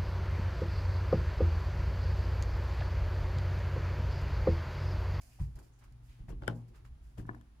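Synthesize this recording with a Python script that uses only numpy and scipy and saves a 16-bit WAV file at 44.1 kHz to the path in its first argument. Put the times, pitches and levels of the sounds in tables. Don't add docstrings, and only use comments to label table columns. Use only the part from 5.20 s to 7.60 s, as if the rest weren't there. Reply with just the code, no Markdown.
import sys
import numpy as np
from scipy import signal
from scipy.fft import rfft, irfft, next_fast_len
from scipy.io import wavfile
from scipy.ndimage import uniform_filter1d

SR = 44100
rng = np.random.default_rng(int(sys.argv[2]) if len(sys.argv) > 2 else 0)


def wav_out(sig):
    wavfile.write(sys.argv[1], SR, np.round(np.clip(np.atleast_2d(sig).T, -1, 1) * 32767).astype(np.int16))


def amp(db):
    return 10 ** (np.asarray(db, float) / 20)


N = 105840
LEFT_RIGHT = np.array([[1], [-1]])


def in_time(rows):
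    s, *columns = np.transpose(rows)
    return [np.interp(np.arange(N) / SR, s, column) for column in columns]


def rms_one(x):
    return x / np.sqrt(np.mean(x ** 2) + 1e-20)


def at_hz(points, hz):
    point_hz, point_db = np.transpose(points)
    return np.interp(np.log(hz), np.log(point_hz), point_db)


def low_cut(hz, corner_hz):
    return -12 * np.maximum(np.log2(corner_hz / hz), 0)


def colour(x, db_at):
    hz = np.maximum(np.fft.rfftfreq(N, 1 / SR), 20)
    return irfft(rfft(x) * amp(db_at(hz)), N)


def body(force, modes, flip):
    out = 0
    for k, (hz, db, t60) in enumerate(modes):
        r, w = amp(-60 / (t60 * SR)), 2 * np.pi * hz / SR
        sign = -1 if flip and k % 2 else 1
        ring = signal.lfilter([0, np.sin(w)], [1, -2 * r * np.cos(w), r * r], force + 1e-18)
        out = out + sign * amp(db) * ring
    return out


def push(s, db, width_s):
    out, start = np.zeros(N), int(s * SR)
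    t = np.maximum(np.arange(start, start + 2000) / SR - s, 0) / (width_s / 4)
    out[start:start + len(t)] = t * np.exp(-t)
    return amp(db) * out / out.sum()


def sides(x, pan_db, lag_s):
    n = np.arange(N)
    later = np.interp(n - lag_s * SR * np.tanh(pan_db / 3), n, x)
    return np.array([x * amp(pan_db / 2), later * amp(-pan_db / 2)])


def swell(s, length, db, pan_db):
    rise_share = 0.19
    u = (np.arange(N) / SR - s) / length
    shape = np.clip(np.minimum(u / rise_share, (1.3 - u) / (1.3 - rise_share)), 0, 1) ** 1.33
    return shape * amp(db + pan_db / 2 * LEFT_RIGHT)


def fibres():
    grains_per_s, spread_db, hiss_share = 2500, 7.5, 0.7
    struck = rng.random(N) < grains_per_s / SR
    strength = amp(spread_db * np.minimum(rng.exponential(1, N), 4))
    ticks = struck * strength * rng.choice([-1, 1], N)
    return hiss_share * rng.standard_normal((2, N)) + (1 - hiss_share) * rms_one(ticks)


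def pile(rows, rise_db, fall_db):
    noise, out = fibres(), 0
    for s, length, db, top_hz, pan in rows:
        def peak(hz):
            octaves = np.log2(hz / top_hz)
            return np.minimum(rise_db * octaves, -fall_db * octaves)
        out = out + rms_one(colour(noise, peak)) * swell(s, length, db, pan)
    return out


def loaded(modes):
    x = rms_one(body(rng.standard_normal(2 * N), modes, False)[N:])
    return rms_one(x / np.sqrt(uniform_filter1d(x * x, size=3000) + 0.32))


# frequency in Hz, gain in dB.
MIC_PORT = [(7600, 1.14), (8500, -6), (9200, 4.5), (11500, -0.7), (15700, 5)]
# frequency in Hz, level in dB per Hz.
AIR_SPECTRUM = [(88, -26), (150, -3.5), (172, -16), (239, -9.5), (492, -24.5), (850, -21), (8470, -39.5),
                (9520, -37), (15800, -49.5)]
# frequency in Hz, likeness from 0 to 1.
LIKENESS = [(150, 0.91), (500, 0.086), (2000, 0.028), (15000, 0.014)]


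def air():
    def share(sign):
        def db_at(hz):
            alike = np.clip(at_hz(LIKENESS, hz), 0, .99)
            spectrum = at_hz(AIR_SPECTRUM, hz) + at_hz(MIC_PORT, hz) + low_cut(hz, 150)
            return spectrum + 10 * np.log10(1 + sign * alike)
        return db_at

    mid, side = rng.standard_normal((2, N))
    return amp(-70.5) * rms_one(colour(mid, share(0.93)) + colour(side, share(-1.06)) * LEFT_RIGHT)


# frequency in Hz, level in dB per Hz.
CLOTH_SPECTRUM = [(880, -43), (1500, -0.5), (2410, -1.5), (3790, -10), (4890, 2), (5780, -2), (7470, 0),
                  (14700, -8), (15800, -25)]
# start in seconds, length in seconds, level in dB, left-right in dB.
CLOTH_BRUSHES = [(.008, 0.034, -67.5, -7), (-.02, 0.34, -67, -3), (0.195, 0.068, -71, -4),
                 (.352, 0.03, -67.5, -5), (0.384, 0.031, -65, -6), (0.412, 0.1, -72, -7),
                 (0.585, 0.037, -71.5, -4), (0.634, 0.03, -68.5, 0), (0.721, 0.012, -76, -13),
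                 (0.812, 0.23, -76.5, -6), (1.085, 0.039, -66, 3.), (1.339, 0.091, -75, -9.5),
                 (1.478, 0.029, -76, -8), (1.547, 0.048, -73, -4), (1.642, 0.049, -73.5, -2),
                 (1.81, 0.18, -77.5, -1), (1.972, 0.054, -66, 1), (2.063, 0.018, -73.5, -2),
                 (2.148, 0.0062, -68, -6), (2.211, 0.0038, -66, 0)]


def cloth():
    def db_at(hz):
        return at_hz(CLOTH_SPECTRUM, hz) + at_hz(MIC_PORT, hz) + low_cut(hz, 1500)
    return rms_one(colour(fibres(), db_at)) * sum(swell(*brush) for brush in CLOTH_BRUSHES)


# start in seconds, length in seconds, level in dB,
# centre frequency in Hz, left-right in dB.
DRAGS = [(0.01, 0.17, -73.5, 680, -1.5), (.1, 0.12, -73.5, 2560, 2), (.6, 0.19, -73, 280, 8),
         (1.03, 0.074, -58, 189, -3), (1.33, .13, -64.5, 820, -1), (1.44, 0.26, -69, 360, 5),
         (1.9, 0.06, -71, 290, 4), (2.005, 0.051, -54, 270, 7), (.51, 0.13, -79.5, 6600, -4),
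         (1.084, 0.016, -63.5, 1850, 5), (1.275, 0.049, -58, 557, 11)]


def drags():
    return pile(DRAGS, rise_db=29.5, fall_db=29.5)


# time in seconds, flight, joist and tread levels in dB, contact in ms.
LANDINGS = [(0.1998, -49, -33.5, -37, 6.1), (0.2119, -49, -27.5, -41, 4.15), (0.353, -47.5, -39, -48, 7.8),
            (1.003, -36.5, -44, -41, 6.8), (1.084, -60, -50, -41, 3.1), (1.106, -72, -43.5, -39.5, 4.1),
            (1.124, -31, -51, -42, 1.3), (1.222, -57, -52, -45, 0.62), (1.2792, -49, -58, -28, 1.9),
            (1.297, -57, -49.5, -37, 1.45), (1.982, -54, -50, -38.5, 2.1), (1.992, -38.5, -45.5, -36, 2.5),
            (2.092, -51, -63, -39, 2.2), (2.107, -48, -58, -36, 4.1)]


def footfalls(part):
    return -sum(push(s, levels[part], ms / 1000) for s, *levels, ms in LANDINGS)


# time in seconds, joist level in dB, tread level in dB.
SHIFTING_WEIGHT = [(0, -57.5, -74), (.3, -69, -54.5), (.5, -58, -65.5), (.62, -66, -62.5),
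                   (.68, -53.5, -63.5), (.76, -58, -56), (.92, -52.5, -61), (.96, -67.5, -60),
                   (1.15, -45, -54), (1.45, -67, -51), (1.5, -57, -61.5), (1.62, -57, -57.5),
                   (1.7, -48, -61.5), (1.9, -54, -63.5), (1.96, -58, -61), (2.02, -49, -43),
                   (2.17, -58, -52), (2.4, -59, -76)]
# frequency in Hz, level in dB, t60 in seconds.
FLIGHT_MODES = [(29.4, -12, 0.16), (43.7, -4, 0.25)]
JOIST_MODES = [(58.54, -0.1, 0.42), (77.2, -4.5, 0.16), (92.9, -4.5, 0.29)]
RISER_MODES = [(136.4, 2.2, 0.28)]
TREAD_MODES = [(117.85, -6.5, 0.35)]
LOADED_JOISTS = [(56.67, .1, 0.52)]
LOADED_TREAD = [(117.7, .1, 0.94)]


def stairs():
    joist_db, tread_db = in_time(SHIFTING_WEIGHT)
    joist_force = footfalls(1)
    low = body(footfalls(0), FLIGHT_MODES, False) + body(footfalls(2), TREAD_MODES, False)
    low = low + body(joist_force, JOIST_MODES, False) + body(joist_force, RISER_MODES, False)
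    low = low + amp(joist_db) * (loaded(LOADED_JOISTS) + amp(-4.5) * loaded(FLIGHT_MODES))
    low = low + amp(tread_db) * loaded(LOADED_TREAD)
    _, late = sides(low, 1.7, 0.0067)
    return low - late * amp(-17) * LEFT_RIGHT


# start in seconds, length in
# seconds, level in dB, # strongest frequency in Hz, left-right in dB.
PILE_CRUSHES = [(0.188, 0.058, -60.5, 900, 3), (0.218, 0.12, -64.5, 200, 3), (0.339, 0.15, -60.5, 300, 3),
                (0.602, 0.11, -66.5, 1100, 0), (0.985, 0.052, -63.5, 158, 5),
                (1.079, 0.031, -60.5, 850, -0.5), (1.093, 0.056, -55, 333, 9.5),
                (1.21, 0.079, -54, 340, -3), (1.27, 0.076, -49.5, 400, 8.5), (1.533, 0.091, -67, 1320, -3),
                (1.644, 0.042, -65, 1260, -1.5), (1.97, 0.062, -57.5, 670, 9), (2.049, 0.16, -61, 400, 3),
                (0.866, 0.17, -71, 2350, -1)]


def carpet():
    return pile(PILE_CRUSHES, rise_db=7.5, fall_db=8.5)


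# time in seconds, level in dB, pitch in Hz, left-right in dB.
LEATHER_SNAPS = [(.189, -55, 780, 8), (.201, -54, 1080, -1), (0.204, -55.5, 1900, -3),
                 (.389, -53, 1510, 2.5), (.398, -60, 890, 8), (0.639, -68, 1200, -4),
                 (1.083, -56, 830, 2.5), (1.086, -55, 1880, 8), (1.092, -48.5, 700, 1),
                 (1.093, -60, 1850, 5), (1.1055, -64, 1700, 5), (1.123, -54, 3200, 7),
                 (1.127, -55, 1070, 2), (1.235, -48, 4600, 1), (1.2445, -54, 3500, 5), (1.27, -49, 3300, 7),
                 (1.277, -40, 3200, 7), (1.296, -43, 1610, 6), (1.535, -68, 880, -2.5),
                 (1.561, -63, 1620, -0.5), (1.65, -57, 1350, 3), (1.982, -53, 2980, 9),
                 (1.999, -50, 1700, 10), (2.086, -54, 1180, 0), (2.112, -53, 1160, -3),
                 (2.134, -57, 1300, 3), (2.165, -56.5, 740, -3), (2.18, -65.5, 1490, 7),
                 (2.212, -57, 3320, 2)]


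def snaps():
    out = 0
    for s, db, hz, pan in LEATHER_SNAPS:
        ring = body(push(s, db, 0.00013), [(hz, 0, 20 / hz)], False)
        out = out + sides(ring, pan, 0.00008)
    return out


BOARD_LAG_S = 0.00033
# frequency in Hz, level in dB, t60 in seconds.
BOARD_MODES = [(163, -9, 0.19), (230.6, -6.5, 0.11), (296.7, -4.5, 0.12), (372.5, -5, 0.084),
               (454, -5.5, 0.048), (686, -23, .05)]


def board():
    return sides(body(footfalls(2), BOARD_MODES, True), 4, BOARD_LAG_S)


# time in seconds, level in dB, left-right in dB, dullness cut-off in Hz.
HEEL_KNOCKS = [
    (1.2213, -45, 3, 2800),
    (1.235, -46, 4, 2820),
    (1.2741, -47.5, -5, 5000),
    (1.2787, -24.5, 7.5, 14200),
    (1.2791, -21.5, 4.5, 3860),
    (1.2885, -42, 0, 12000),
    (1.299, -42, -8, 4950),
]
# frequency in Hz, level in dB, t60 in seconds.
HEEL_MODES = [(1047, -6.5, 0.043), (1400, 1, 0.019), (1565, -1.3, 0.018), (2258, -11.5, 0.013),
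              (2710, -29.5, 0.028), (3123, -10, 0.026), (3504, -13.5, 0.032), (5210, -12, 0.0065),
              (7570, -10, 0.003), (9460, -7.5, 0.0042), (13000, -11, 0.002)]
SEAT_MODES = [(472, -5.5, 0.023), (653, -6.5, 0.022), (840, -9, 0.065)]


def heel():
    out = 0
    for s, db, pan, cut_hz in HEEL_KNOCKS:
        force = -push(s, db, 0.66 / cut_hz)
        out = out + sides(body(force, HEEL_MODES, True), pan, 0.000685)
        out = out + sides(body(force, SEAT_MODES, True), pan, BOARD_LAG_S)
    return out


# time in seconds, level in dB, left-right in dB.
SOLE_TAPS = [
    (1.65, -67, 0),
    (1.982, -57.5, 5),
    (2.052, -58.5, -2),
    (2.091, -34, 5.5),
    (2.111, -56, 3),
    (2.146, -51, 6.5),
    (2.211, -62.5, 8),
]
# frequency in Hz, level in dB, t60 in seconds.
SOLE_MODES = [(300, -0.5, 0.044), (700, -8, 0.031), (1024, 3, 0.021), (1320, -3.5, .015),
              (1480, -0.5, 0.024), (1733, 1, 0.035), (2330, -16.5, 0.015)]


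def sole():
    return sum(sides(body(-push(s, db, 0.00019), SOLE_MODES, True), pan, BOARD_LAG_S)
               for s, db, pan in SOLE_TAPS)


# octave centre in Hz, level in dB, t60 in seconds.
STAIRWELL_BANDS = [(200, -3, 0.59), (400, -5.5, 0.31), (768, -11.5, 0.31), (1650, -39, 0.11),
                   (3200, -12.5, 0.1), (6340, -25, 0.15)]


def stairwell(x):
    t, tail, size = np.arange(N) / SR, 0, next_fast_len(2 * N)
    for hz, db, t60 in STAIRWELL_BANDS:
        edges = [hz / np.sqrt(2), hz * np.sqrt(2)]
        octave = signal.butter(2, edges, "band", fs=SR, output="sos")
        band = signal.sosfilt(octave, rng.standard_normal((2, N)))
        onset = np.minimum(t / 0.012, 1)
        tail = tail + amp(db - 60 * t / t60) * onset * band / np.sqrt(t60 * SR / 14)
    mid, side = irfft(rfft(x, size) * rfft(tail, size), size)[:, :N]
    return mid + amp(-11) * side * LEFT_RIGHT


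def scene():
    near = carpet() + snaps() + board() + heel() + sole()
    return air() + cloth() + drags() + stairs() + near + stairwell(near.mean(axis=0))


def roll_off(x):
    return signal.sosfilt(signal.butter(12, 16430, fs=SR, output="sos"), x)


def record(dry):
    mix = signal.sosfilt(signal.butter(2, 22, "high", fs=SR, output="sos"), dry)
    return roll_off(mix)


dry = scene()
out = record(dry)
wav_out(out)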